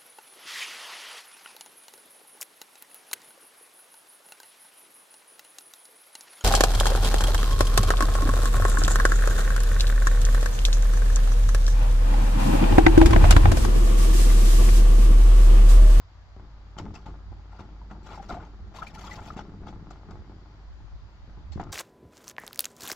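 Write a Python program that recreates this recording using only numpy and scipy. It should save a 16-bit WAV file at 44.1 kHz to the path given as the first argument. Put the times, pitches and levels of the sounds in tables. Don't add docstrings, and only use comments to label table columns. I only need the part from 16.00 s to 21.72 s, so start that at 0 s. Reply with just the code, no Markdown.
import sys
import numpy as np
from scipy import signal
from scipy.fft import rfft, irfft, next_fast_len
from scipy.io import wavfile
from scipy.ndimage import uniform_filter1d

SR = 44100
rng = np.random.default_rng(int(sys.argv[2]) if len(sys.argv) > 2 else 0)


def file_out(sig):
    cols = np.atleast_2d(sig).T
    lim = np.clip(cols, -1, 1)
    pcm = np.round(lim * 32767).astype(np.int16)
    wavfile.write(sys.argv[1], SR, pcm)


N = 252252


def gain_of(db):
    return 10 ** (np.asarray(db) / 20)


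def evened(x):
    return x / np.sqrt(np.mean(x ** 2) + 1e-20)


def read(points, hz):
    f, value = np.transpose(points)
    return np.interp(np.log(hz + 1), np.log(f + 1), value)


def along(rows):
    s, *columns = np.transpose(rows)
    return np.array([np.interp(np.arange(N) / SR, s, column) for column in columns])


def shaped(x, response):
    size = next_fast_len(N + 4096)
    return irfft(rfft(x, size) * response(np.fft.rfftfreq(size, 1 / SR)), size)[..., :N]


def drift(hz):
    return evened(signal.lfilter(*signal.butter(2, hz, fs=SR), rng.standard_normal(N)))


def ring(x, modes):
    out = np.zeros(len(x))
    for hz, width, db in modes:
        r = np.exp(-np.pi * width / SR)
        turn = 2 * np.pi * hz / SR
        out += gain_of(db) * signal.lfilter([0, np.sin(turn)], [1, -2 * r * np.cos(turn), r * r], x)
    return out


def slips(per_s, spread_db):
    size = gain_of(spread_db * np.minimum(rng.exponential(1, N), 4)) * rng.choice([-1., 1.], N)
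    return size * (rng.random(N) < per_s / SR)


INSECTS_HZ, INSECTS_DB = 4750, -81.5


def insects():
    band = lambda hz: np.exp(-((hz - INSECTS_HZ) / 130) ** 2)
    return gain_of(INSECTS_DB) * evened(shaped(rng.standard_normal((2, N)), band))


# frequency_hz, relative_level_db (per Hz)
WOODS_SPECTRUM = [(35, -20), (60, 0.5), (149, -32), (180, -48.5), (394, -40), (548, -31.5), (596, -31),
                  (1040, -29.5), (1980, -36.5), (2640, -42.5), (4610, -42), (8400, -57.5), (10900, -95),
                  (18500, -120)]
# frequency_hz, correlation (-1 to 1)
WOODS_LIKENESS = [(100, 1), (350, 0.83), (1000, 0.55), (1700, 0.18), (3000, -0.35), (6000, 0.18)]
WOODS_DB = -54.5


def woods():
    frames, hz = N // 256 + 5, np.fft.rfftfreq(1024, 1 / SR)
    a, b, c, d, patches = rng.standard_normal((frames, 513, 5)).T
    patches = evened(uniform_filter1d(uniform_filter1d(patches, 12, 0), 14, 1))
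    same = np.clip(read(WOODS_LIKENESS, hz), -1, 1)[:, None]
    left = a + 1j * b
    right = same * left + np.sqrt(1 - same ** 2) * (c + 1j * d)
    z = np.array([left, right]) * gain_of(read(WOODS_SPECTRUM, hz)[:, None] + 0.82 * patches)
    noise = signal.istft(z, nperseg=1024, noverlap=768)[1][:, :N]
    return gain_of(WOODS_DB) * evened(noise)


# time_s, level_db (rms of the lower line, before wavering)
HUM_LEVEL = [(0.0, -50.5), (0.86, -47.5), (1.05, -47), (1.37, -46), (5.72, -52.5)]
LOW_HZ, HIGH_HZ = 50.85, 87.1
HIGH_DB, HIGH_FADE_DB_PER_S = -5.5, -2.5


def hum():
    t = np.arange(N) / SR
    low = np.sin(2 * np.pi * np.cumsum(LOW_HZ + 0.67 * drift(4.4)) / SR) * gain_of(2.1 * drift(3.3))
    high = np.sin(2 * np.pi * np.cumsum(HIGH_HZ + 2.8 * drift(3.84)) / SR)
    high *= gain_of(HIGH_DB + HIGH_FADE_DB_PER_S * t)
    return np.sqrt(2) * gain_of(along(HUM_LEVEL)[0]) * (low + high)


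# frequency_hz, relative_level_db (per Hz)
WIND_SPECTRUM = [(15, -5), (30, -7), (60, 9), (100, 1.5), (160, -30), (300, -36), (900, -100)]
# peak_s, level_db, left_minus_right_db
WIND_PUFFS = [(1.3, -52, -12), (2.65, -50.5, -17.5), (3.9, -56.5, -9), (4.17, -47.5, -8),
              (4.73, -41.5, -1.5), (4.921, -47, 18.5), (5.03, -52.5, -11.5), (5.3, -50, -13),
              (5.52, -40, -8), (5.7, -50, -9)]
BREEZE_DB, BREEZE_DB_PER_S = -58.5, -0.7
PUFF_S = 0.085


def wind():
    lumps = np.array([gain_of(4 * drift(14)) * rng.standard_normal(N) for _ in range(2)])
    t = np.arange(N) / SR
    level = gain_of(BREEZE_DB + BREEZE_DB_PER_S * t)
    for s, db, pan_db in WIND_PUFFS:
        sides = gain_of([[db + pan_db / 2], [db - pan_db / 2]])
        level = level + sides * np.exp(-((t - s) / PUFF_S) ** 2)
    return evened(shaped(lumps, lambda hz: gain_of(read(WIND_SPECTRUM, hz)))) * level


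# start_s, level_db (peak before the band shaping)
EDGE_TICKS = [(0.787, -16), (0.953, -41), (1.062, -44), (2.312, -42), (3.369, -29.5), (3.672, -39),
              (3.688, -44), (3.909, -35), (5.537, -32), (5.615, -31), (5.638, -28.5)]
TICK_HZ, TICK_WIDTH_HZ = 5970, 2900


def ticks():
    out, t = np.zeros(N), np.arange(1500) / SR
    decay = np.exp(-t / .0012) + .15 * np.exp(-t / .006)
    for s, db in EDGE_TICKS:
        tick = np.diff(rng.standard_normal(len(t)), prepend=0) * decay
        out[round(s * SR):][:len(t)] += gain_of(db) * tick / abs(tick).max()
    return shaped(out, lambda hz: 1 / (1 + ((hz - TICK_HZ) / TICK_WIDTH_HZ) ** 2))


# peak_s, level_db (before roughening), pitch_hz (mean), length_s
RIB_CHIRPS = [(0.958, -48, 2700, 0.014), (1.818, -44, 950, 0.013), (0.786, -42, 3100, 0.01),
              (0.787, -43.5, 5780, 0.0084), (1.068, -42, 866, 0.023), (2.179, -37, 850, 0.016),
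              (2.202, -34, 790, 0.029), (2.303, -33, 726, 0.013), (2.313, -31, 750, 0.014),
              (2.352, -34, 710, .018), (2.374, -34.5, 717, 0.031), (2.79, -35.5, 1030, 0.0142),
              (2.826, -28.5, 1300, 0.02), (2.871, -36, 2440, 0.0098), (2.962, -41.5, 872, 0.023),
              (2.982, -43.5, 1370, 0.023), (3.045, -42, 983, 0.02), (3.069, -45, 5050, 0.013),
              (3.072, -43, 1110, .022), (3.097, -38, 1096, .012), (3.118, -34.5, 2038, 0.019),
              (3.306, -30.5, 1250, 0.012)]
LEAN = .65


def chirps():
    out, shake, grain = np.zeros(N), drift(140), drift(500)
    for s, db, hz, length in RIB_CHIRPS:
        u = np.arange(0, 1, 1 / (length * SR))
        start = round((s - length * .5 ** (1 / LEAN)) * SR)
        at = slice(start, start + len(u))
        tone = np.sin(2 * np.pi * np.cumsum(hz * (1 + 0.027 * shake[at])) / SR)
        rough = 1 + 0.24 * grain[at]
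        out[at] += gain_of(db) * tone * rough * np.sin(np.pi * u ** LEAN) ** 2
    return out


# pitch_hz, width_hz, relative_level_db
RIB_MODES = [(753, 67, -7), (855, 76, 8), (1047, 112, 4), (1230, 130, 6), (1370, 50, -1.5), (1950, 1100, 7)]
# pitch_hz, width_hz, relative_level_db
PANEL_MODES = [(102.6, 28.3, 0), (162.7, 32.7, -1.5), (204.8, 21.4, -2.5), (247.3, 50.5, -7),
               (299, 43.5, -2.5), (359, 48.4, -3.5), (424, 200, -1.5)]
# start_s, ribs_level_db (peak), thud_level_db (peak of the panel part)
BLOWS = [(0.364, -41.5, -41.5), (0.397, -39, -41.5), (0.767, -37.5, -38.5), (0.786, -28.5, -34),
         (0.798, -28, -31.5), (0.855, -49, -29), (0.813, -40, -37), (1.063, -40, -36.5), (1.085, -43, -35),
         (1.318, -44.5, -39), (1.593, -35, -37), (1.911, -30.5, -36), (2.298, -37, -37.5),
         (2.311, -35, -33), (2.326, -39, -30.5), (2.426, -35, -54), (3.364, -40, -30), (3.42, -42, -35.5),
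         (3.391, -26.5, -39), (3.469, -51, -55), (3.494, -43, -52), (3.616, -57, -34),
         (3.672, -31.5, -39.5), (3.69, -39, -35), (3.727, -36, -42), (3.824, -50, -39), (3.909, -32.5, -45),
         (4.087, -39, -35.5), (4.111, -35, -38.5), (4.297, -53, -36.5), (4.803, -47, -47.5),
         (5.276, -50, -41.5), (5.372, -47, -43.5), (5.558, -59, -27.5), (5.598, -20, -36),
         (5.613, -51, -36.5), (5.667, -54, -33.5)]
BEND, SPOT_DB = 0.071, 0.7


def bent(modes):
    shifted = np.array(modes) * [1 + BEND * rng.uniform(-1.18, 1), 1, 1]
    return shifted + np.outer(rng.standard_normal(len(modes)), [0, 0, SPOT_DB])


def knocks():
    out, t = np.zeros(N + 4000), np.arange(4000) / SR
    bump = np.hanning(24)[np.minimum(np.arange(len(t)), 23)]
    u = np.pi * np.minimum(t / 0.0042, 1)
    spring = np.sin(2 * u) * np.sin(u) * np.exp(-t / 0.0043)
    for s, ribs_db, thud_db in BLOWS:
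        noise = rng.standard_normal((2, len(t)))
        rattle = noise[0] * np.exp(-t / 0.0078) + 2.1 * bump
        push = spring + 0.05 * noise[1] * np.exp(-t / 0.0062)
        ribs = ring(rattle, bent(RIB_MODES))
        thud = ring(push, bent(PANEL_MODES))
        blow = gain_of(ribs_db) * ribs / abs(ribs).max() + gain_of(thud_db) * thud / abs(thud).max()
        out[round(s * SR):][:len(t)] += blow
    return out[:N]


# time_s, level_db (wobble, before the power left by thuds is added)
HANDLING_LEVEL = [(0, -66.5), (.7, -58), (1.5, -57), (2.2, -47), (2.4, -49.5), (2.55, -51), (3.3, -46),
                  (4.4, -52), (4.7, -60), (5.45, -57), (5.72, -51)]
AFTER_DB, SETTLE_S = -9, 0.082


def flex():
    soft = lambda x, s: signal.oaconvolve(x, np.hanning(round(s * SR)))[:N]
    wobble = evened(ring(soft(slips(400, 2.1), 0.0023), PANEL_MODES))
    rattle = evened(ring(soft(slips(160, 3.8), 0.00047), RIB_MODES))
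    shaken = np.zeros(N)
    for s, _, thud_db in BLOWS:
        shaken[round(s * SR)] = gain_of(thud_db + AFTER_DB) ** 2
    settling = signal.lfilter([1], [1, -np.exp(-2 / SETTLE_S / SR)], shaken)
    power = gain_of(along(HANDLING_LEVEL)[0]) ** 2 + settling
    return np.sqrt(power) * (wobble + gain_of(-11.5) * rattle)


def glints(pitches, per_s, length):
    out, t = np.zeros(N), np.arange(0, length, 1 / SR)
    swell = np.sin(np.pi * (t / length) ** LEAN) ** 2
    for hz in pitches:
        bent_t = t * (1 + 0.033 * rng.uniform(-1.49, 1) * (t / length - 1))
        squeak = np.sin(2 * np.pi * hz * bent_t) * swell
        out += signal.oaconvolve(slips(per_s, 3.9), squeak)[:N]
    return evened(out)


# frequency_hz, relative_level_db (per Hz)
GRIT_SPECTRUM = [(1200, -32), (1800, 1), (2600, -3.5), (4000, -3), (5500, -3.5), (7000, -11), (9000, -0.5),
                 (15000, -18.5)]


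def gritty_hiss():
    grit = shaped(slips(4500, 3.4), lambda hz: gain_of(read(GRIT_SPECTRUM, hz)))
    _, _, z = signal.stft(grit, SR, nperseg=256)
    patches = evened(uniform_filter1d(uniform_filter1d(rng.standard_normal(z.shape), 4, 0), 4, 1))
    grit = evened(signal.istft(z * gain_of(3.6 * patches), SR, nperseg=256)[1][:N])
    return grit + gain_of(-11.5) * glints(np.geomspace(1700, 7400, 20), per_s=4.5, length=0.015)


# time_s, hiss_level_db, ribs_level_db (before clumping)
LONG_DRAGS = [
    [(2.03, -66.5, -77), (2.075, -56, -46), (2.16, -53.5, -45.5), (2.21, -69, -68), (2.232, -53, -42),
     (2.255, -65, -59), (2.285, -65, -73), (2.295, -48.5, -37.5), (2.35, -55, -43.5), (2.385, -70, -50),
     (2.45, -67, -52), (2.5, -78, -64)],
    [(2.74, -60, -51), (2.762, -49, -46), (2.8, -50.5, -50.5), (2.812, -64, -50.5), (2.83, -49, -42),
     (2.858, -62, -53), (2.87, -48, -54), (2.935, -71, -60), (2.95, -44.5, -55), (2.968, -59, -49.5),
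     (3.0, -50.5, -52.5), (3.08, -52, -48.5), (3.093, -57, -49), (3.11, -50, -50), (3.165, -51.5, -50),
     (3.19, -62, -46.5), (3.27, -51, -52), (3.31, -59.5, -51.5), (3.35, -63.5, -63)],
]
# start_s, length_s, hiss_level_db, ribs_level_db (before envelope and clumping)
SHORT_SCUFFS = [(0.777, 0.016, -52.5, -47.5), (0.938, 0.029, -58.5, -54.5), (1.056, 0.01, -60.5, -51.5),
                (1.517, 0.057, -71.5, -59.5), (1.587, 0.021, -64, -51.5), (1.9, 0.019, -68.5, -51),
                (3.366, 0.03, -56, -46), (3.665, 0.034, -63, -53.5), (3.903, 0.0082, -60, -53),
                (4.105, 0.01, -62, -59.5), (5.518, 0.015, -56, -62), (5.594, 0.032, -71, -49.5)]
DRAG_AIR_DB, SCUFF_AIR_DB = (3, 7), -1.5
GRIP_S, EASE_S, DROP_S = 0.004, 0.98, 0.0082
TAIL_S, TAIL = 0.055, 0.64


def slide():
    grit = gritty_hiss()
    air = shaped(grit, lambda hz: hz > 8900)
    ribs, clumps = evened(ring(slips(1500, 1.3), RIB_MODES)), gain_of(1.66 * drift(56))
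    ribs = evened(ribs + gain_of(-4.0) * glints(np.geomspace(680, 1450, 10), per_s=12, length=0.012))
    out, t = np.zeros(N), np.arange(N) / SR
    for rows, air_db in zip(LONG_DRAGS, DRAG_AIR_DB):
        hiss, rung = gain_of(along(rows)) * (t > rows[0][0]) * (t < rows[-1][0])
        out += hiss * (grit + (gain_of(air_db) - 1) * air) + rung * ribs
    scuff_hiss = grit + (gain_of(SCUFF_AIR_DB) - 1) * air
    for s, length, db, ribs_db in SHORT_SCUFFS:
        u = np.maximum(t - s, 0)
        after = np.maximum(u - length, 0)
        release = np.exp(-after / DROP_S) + TAIL * np.exp(-after / TAIL_S)
        shape = np.minimum(u / GRIP_S, 1) * np.exp(-u / EASE_S) * release
        out += shape * (gain_of(db) * scuff_hiss + gain_of(ribs_db) * ribs)
    return clumps * out


# frequency_hz, likeness (-1 to 1)
SHEET_LIKENESS = [(350, 0.91), (1000, 0.72), (1700, 0.6), (3000, 0.016), (6000, 0.25)]


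def ports(x):
    taps = rng.standard_normal((2, 3000)) * np.exp(-np.arange(3000) / SR / 0.011)
    turn = 2 * np.pi * 9 * np.arange(N) / SR
    fed = x * np.array([np.sin(turn), np.cos(turn)])
    a, b = signal.oaconvolve(fed, taps / np.linalg.norm(taps[0]), axes=1)[:, :N]
    other = a * np.sin(turn) + b * np.cos(turn) + (a * np.cos(turn) - b * np.sin(turn))
    same = lambda hz: np.clip(read(SHEET_LIKENESS, hz), -1, 1)
    right = shaped(x, same) + shaped(other, lambda hz: np.sqrt((1 - same(hz) ** 2) / 2))
    return np.array([x, right])


def scene():
    sheets = slide() + flex() + knocks() + ticks() + chirps()
    return ports(sheets) + woods() + insects() + hum() + wind()


# frequency_hz, gain_db
TREBLE_SHAPE = [(7400, 0.5), (8100, -17), (8500, -40), (9200, -42.5), (9800, -24), (15000, -18)]
# frequency_hz, left_minus_right_db
PORT_BALANCE = [(1700, 0.5), (2400, 2.5), (3100, 7), (3800, 4), (5300, 0), (6500, 4.5), (8200, 7),
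                (10500, 10)]
HISS_DB, EDGE_HZ = -88.5, 15800


def record(dry):
    balance = lambda hz: np.outer([.5, -.5], read(PORT_BALANCE, hz))
    heard = shaped(dry, lambda hz: gain_of(read(TREBLE_SHAPE, hz) + balance(hz)))
    hiss = shaped(rng.standard_normal(dry.shape), lambda hz: gain_of(HISS_DB - 6.2 * (hz < 11000)))
    low_pass = signal.firwin(511, EDGE_HZ, window=("kaiser", 9), fs=SR)
    return signal.oaconvolve(heard + hiss, low_pass[None], "same")


dry = scene()
out = record(dry)
file_out(out)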